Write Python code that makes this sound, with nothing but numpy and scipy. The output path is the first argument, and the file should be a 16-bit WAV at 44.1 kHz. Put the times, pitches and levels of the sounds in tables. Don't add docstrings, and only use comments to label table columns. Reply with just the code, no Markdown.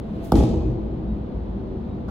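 import sys
import numpy as np
from scipy import signal
from scipy.fft import rfft, irfft
from scipy.io import wavfile

SR = 44100
rng = np.random.default_rng(int(sys.argv[2]) if len(sys.argv) > 2 else 0)


def file_out(sig):
    cols = np.atleast_2d(sig).T
    lim = np.clip(cols, -1, 1)
    pcm = np.round(lim * 32767).astype(np.int16)
    wavfile.write(sys.argv[1], SR, pcm)


N = 92610
T = np.arange(N) / SR

SWISH_S, SLAM_S, STEP_S = 0.246, 0.32, 2.0805
SCATTER_DB, SCATTER_DECAY_S, BASS_BUILD_S = -9.5, 0.01, 0.022

# frequency in Hz, level in dB per octave.
SLAP_SPECTRUM = [(1500, -41.5), (2500, -39), (3700, -27), (5500, -29.5), (7200, -37), (10500, -28),
                 (15500, -32)]


def from_db(db):
    return 10 ** (np.asarray(db) / 20)


def at_hz(table, hz, axis=1):
    table = np.array(table)
    return np.interp(np.log(hz), np.log(table[:, 0]), table[:, axis])


def since(s):
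    return np.maximum(T - s, 0)


def low_pass(x, hz):
    sos = signal.butter(2, min(hz, SR / 2 - 1), "low", fs=SR, output="sos")
    return signal.sosfilt(sos, x + 1e-18)


def flutter(step_s):
    return np.interp(T / step_s, np.arange(1000), rng.standard_normal(1000))


def diffuse_bands():
    # frequency in Hz, correlation from -1 to 1.
    likeness = [(50, 1), (130, 0.94), (280, 0.74), (550, 0.26), (1000, 0), (2000, 0), (8000, 0)]
    mic_lag_s, mic_ripple = 0.000305, 0.42
    edges = np.geomspace(20, 17000, 40)
    white = rng.standard_normal((2, 2, N + SR // 2))
    for k, (low, high) in enumerate(zip(edges, edges[1:])):
        hz = np.sqrt(low * high)
        sos = signal.butter(3, [low, high], "band", fs=SR, output="sos")
        pair = signal.sosfilt(sos, white[k % 2])[:, -N:]
        mid, side = pair / pair.std(axis=1, keepdims=True) / 2
        alike = np.clip(at_hz(likeness, hz), -1, 1)
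        stereo = np.sqrt((1 + alike) / 2) * mid + np.sqrt((1 - alike) / 2) * side * [[1], [-1]]
        if hz > 2000:
            share = np.clip(mic_ripple * (1 - alike), 0, 1)
            late = np.roll(stereo[0], int(mic_lag_s * SR))
            stereo = np.array([stereo[0], np.sqrt(1 - share ** 2) * stereo[1] + share * late])
        yield hz, stereo


def air(spectrum):
    return sum(from_db(at_hz(spectrum, hz)) * band for hz, band in diffuse_bands() if hz > spectrum[0][0])


def resonance(hz, width_hz):
    edges = [hz - width_hz / 2, hz + width_hz / 2]
    sos = signal.butter(2, edges, "band", fs=SR, output="sos")
    x = signal.sosfilt(sos, rng.standard_normal(N + SR))[SR:]
    return x / x.std()


def rumble():
    # frequency in Hz, level in dB per octave.
    steady = [(20, -50.5), (35, -47), (55, -36), (90, -36), (150, -37.5), (210, -32), (260, -39),
              (330, -36.5), (480, -41.5), (700, -44), (1000, -50), (1600, -60), (2800, -63.5),
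              (4200, -64.5), (5500, -75), (8000, -85), (15000, -88)]
    # frequency in Hz, width in Hz, level in dB rms before the sway.
    drones = [(54.6, 11.7, -43), (212, 35.7, -39.5), (316.3, 13.5, -44.5), (383, 16.3, -47.5),
              (495.8, 16, -51.5)]
    sway_db, sway_s = 2.5, 0.083
    out = air(steady)
    for hz, width_hz, db in drones:
        out = out + from_db(db + sway_db * flutter(sway_s)) * resonance(hz, width_hz)
    return out


def sleeves():
    # frequency in Hz, level in dB per octave.
    swish = [(800, -68), (2000, -75), (4500, -59), (8500, -56.5), (15000, -53.5)]
    # frequency in Hz, level in dB per octave.
    rustle = [(900, -62.5), (2000, -58), (3700, -58), (6000, -71.5), (10000, -72), (15000, -73.5)]

    def swell(rise_s, fall_s):
        return np.exp(-np.maximum(SWISH_S - T, 0) / rise_s - since(SWISH_S) / fall_s)

    return air(swish) * swell(rise_s=0.012, fall_s=0.062) + air(rustle) * swell(rise_s=0.2, fall_s=0.13)


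def tones():
    # loudest moment in seconds, frequency in Hz, peak level in dB, half length in seconds.
    swells = [(.07, 668, -47.5, 0.063), (0.242, 669, -40, 0.056), (0.774, 335.6, -30.5, 0.049),
              (1.104, 3820, -65.5, 0.028), (1.11, 214, -30, 0.073), (1.579, 198, -29, 0.035),
              (1.82, 205, -28.5, 0.036), (1.918, 3790, -69, 0.049)]
    waver_share, waver_s = 0.0028, 0.02
    out = 0
    for s, hz, db, half_s in swells:
        wavering_hz = hz * (1 + waver_share * flutter(waver_s))
        tone = np.sin(2 * np.pi * np.cumsum(wavering_hz) / SR)
        out = out + from_db(db) * tone * np.exp(-((T - s) / half_s) ** 2)
    return out


def thud(s):
    # frequency in Hz, level in dB before the low-pass, t60 in seconds.
    skin_modes = [(720, -5.5, 0.01), (828, -4.5, 0.013), (1129, -9, 0.016), (1260, -22, 0.014),
                  (1563, -19, 0.019)]
    start_hz, end_hz, glide_s = 1692, 54.2, 0.00251
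    flex_db, attack_s, decay_s, top_hz = -6, 0.0017, 0.014, 1470
    t = since(s)
    hz = end_hz + (start_hz - end_hz) * np.exp(-t / glide_s)
    dive = np.sin(2 * np.pi * np.cumsum(hz * (t > 0)) / SR)
    flex = from_db(flex_db) * dive * np.exp(-(t / decay_s) ** 2)
    skin = sum(from_db(db - 60 * t / t60) * np.sin(2 * np.pi * f * t) for f, db, t60 in skin_modes)
    blow = (skin - flex) * (1 - np.exp(-t / attack_s))
    soft = signal.butter(6, top_hz, fs=SR, output="sos")
    return signal.sosfilt(soft, blow + 1e-18)


def slap_colour(hz):
    per_octave = np.sqrt(SR / hz / np.log(4))
    return from_db(at_hz(SLAP_SPECTRUM, hz)) * per_octave / (1 + (SLAP_SPECTRUM[0][0] / hz) ** 8)


def slap(s, decay_s):
    spread = 1
    hz = np.arange(1, N // 2 + 2) * SR / N
    white = rng.standard_normal(N) + spread * rng.standard_normal((2, N))
    white /= np.hypot(1, spread)
    return irfft(rfft(white) * slap_colour(hz), N) * (T > s) * np.exp(-since(s) / decay_s)


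def crack(s):
    crack_db, sweep_s, right_lag_s = 12.5, 0.000478, 0.000387
    hz = np.arange(1, N // 2 + 2) * SR / N
    travel_s = sweep_s * np.sqrt(SLAP_SPECTRUM[0][0] / hz)
    phase = np.cumsum(travel_s) * SR / N + hz * (s + np.array([[0], [right_lag_s]]))
    return from_db(crack_db) * irfft(slap_colour(hz) * np.exp(-2j * np.pi * phase), N)


def scattered(x, spray_db):
    spray = rng.standard_normal(N) + rng.standard_normal((2, N)) / 2
    spray *= np.exp(-T / SCATTER_DECAY_S)
    spray /= np.linalg.norm(spray, axis=1, keepdims=True)
    return x + from_db(spray_db) * signal.fftconvolve(spray, np.atleast_2d(x), axes=1)[:, :N]


def blow():
    thud_pan_db, slap_after_s = -1, 0.000194
    grit_db, grit_decay_s, slap_spray_db = -3.5, 0.0015, -4
    slap_s = SLAM_S + slap_after_s
    smack = crack(slap_s) + from_db(grit_db) * slap(slap_s, grit_decay_s)
    body = scattered(thud(SLAM_S), SCATTER_DB) * from_db([[thud_pan_db / 2], [-thud_pan_db / 2]])
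    return body + scattered(smack, slap_spray_db)


def hall():
    # frequency in Hz, level in dB per octave before build-up and decay, t60 in seconds.
    reverb = [(25, -39.5, 5.1), (58, -27.5, 4.1), (114, -27, 3.7), (160, -30, 2.6), (215, -21.5, 2.3),
              (268, -18, 1.8), (472, -25, 1.78), (800, -33, 1.66), (1090, -37.5, 1.6), (1200, -37, 0.25),
              (1650, -42.5, 0.78), (3700, -39.5, 0.95), (6700, -40, 0.72), (10800, -42, 0.46),
              (15900, -42.5, 0.29)]
    delay_s, treble_build_s = 0.0032, 0.036
    rough_db, rough_s = 1.1, 0.004
    t, out = since(SLAM_S + delay_s), 0
    together = flutter(rough_s)
    for hz, band in diffuse_bands():
        build_s = at_hz([(500, BASS_BUILD_S), (2500, treble_build_s)], hz)
        fall_db = -60 * t / at_hz(reverb, hz, axis=2)
        uneven_db = rough_db * (together + flutter(2 * rough_s)) * (hz > 500)
        level = from_db(at_hz(reverb, hz) + fall_db + uneven_db)
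        out = out + band * level * (1 - np.exp(-(t / build_s) ** 2))
    return out


def cluster(hz, count=3):
    width_hz = 12.99
    spacing = (np.arange(count) + rng.uniform(.2, .8, count)) / count - .5
    cycles = np.outer(hz + width_hz * spacing, T) + rng.random((count, 1))
    return np.sin(2 * np.pi * cycles).sum(axis=0) * np.sqrt(2 / count)


def rings():
    # frequency in Hz, rms level in dB before build-up and decay, t60 in seconds.
    modes = [(56.4, -25.5, 5.8), (70.45, -24.5, 2.2), (121.8, -21, 2.1), (281.2, -21.5, 0.64),
             (322, -25.5, 1.61), (361.7, -26.5, 1.1), (492.3, -33.5, 1.4), (644, -35, 1.3), (677, -40, 1.4),
             (810, -33, .9), (843, -39.5, 1), (1133, -50.5, 1.2), (1287, -46.5, 0.75), (1932, -59.5, 0.91),
             (2312, -57.5, 1), (2518, -57, 1.5), (3135, -54.5, 0.92), (3230, -57.5, 0.32),
             (3390, -56.5, 0.6), (3540, -56, 0.64)]
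    t = since(SLAM_S)
    out = sum(from_db(db - 60 * t / t60) * cluster(hz) for hz, db, t60 in modes)
    return out * (1 - np.exp(-t / BASS_BUILD_S))


def echoes(slap_top_hz=6500):
    # delay in seconds, thud gain in dB, thud cut-off in Hz, slap gain in dB.
    reflections = [(0.0172, 0, 370, -27), (0.035, -3, 556, -3.5), (0.0564, -13.5, 694, -17),
                   (.0793, -23, 700, -11), (.086, -1.5, 390, -20), (.104, -5, 387, -19),
                   (0.116, -17, 1100, -9), (.176, -15.5, 487, -31), (.219, -17, 714, -25)]
    smear_s = 0.0019
    out = 0
    for delay_s, thud_db, thud_top_hz, slap_db in reflections:
        s = SLAM_S + delay_s
        dull_thud = from_db(thud_db) * low_pass(thud(s), thud_top_hz)
        dull_slap = from_db(slap_db) * low_pass(slap(s, smear_s), slap_top_hz)
        out = out + scattered(dull_thud, SCATTER_DB) + dull_slap
    return out


def step():
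    # frequency in Hz, level in dB per octave before the envelope.
    sole = [(300, -58), (900, -36), (1500, -41.5), (2000, -74), (4500, -58), (8000, -67), (15000, -64)]
    rise_s, decay_s = 0.0021, 0.07
    t = since(STEP_S)
    return air(sole) * (1 - np.exp(-t / rise_s)) * np.exp(-t / decay_s)


def scene():
    balance_db = 1
    room = rumble() + tones() + hall() + rings() + echoes()
    return sleeves() + blow() + step() + room * from_db([[balance_db / 2], [-balance_db / 2]])


def record(dry):
    cutoff_hz = 15900
    return signal.sosfilt(signal.ellip(10, .1, 80, cutoff_hz, fs=SR, output="sos"), dry)


dry = scene()
out = record(dry)
file_out(out)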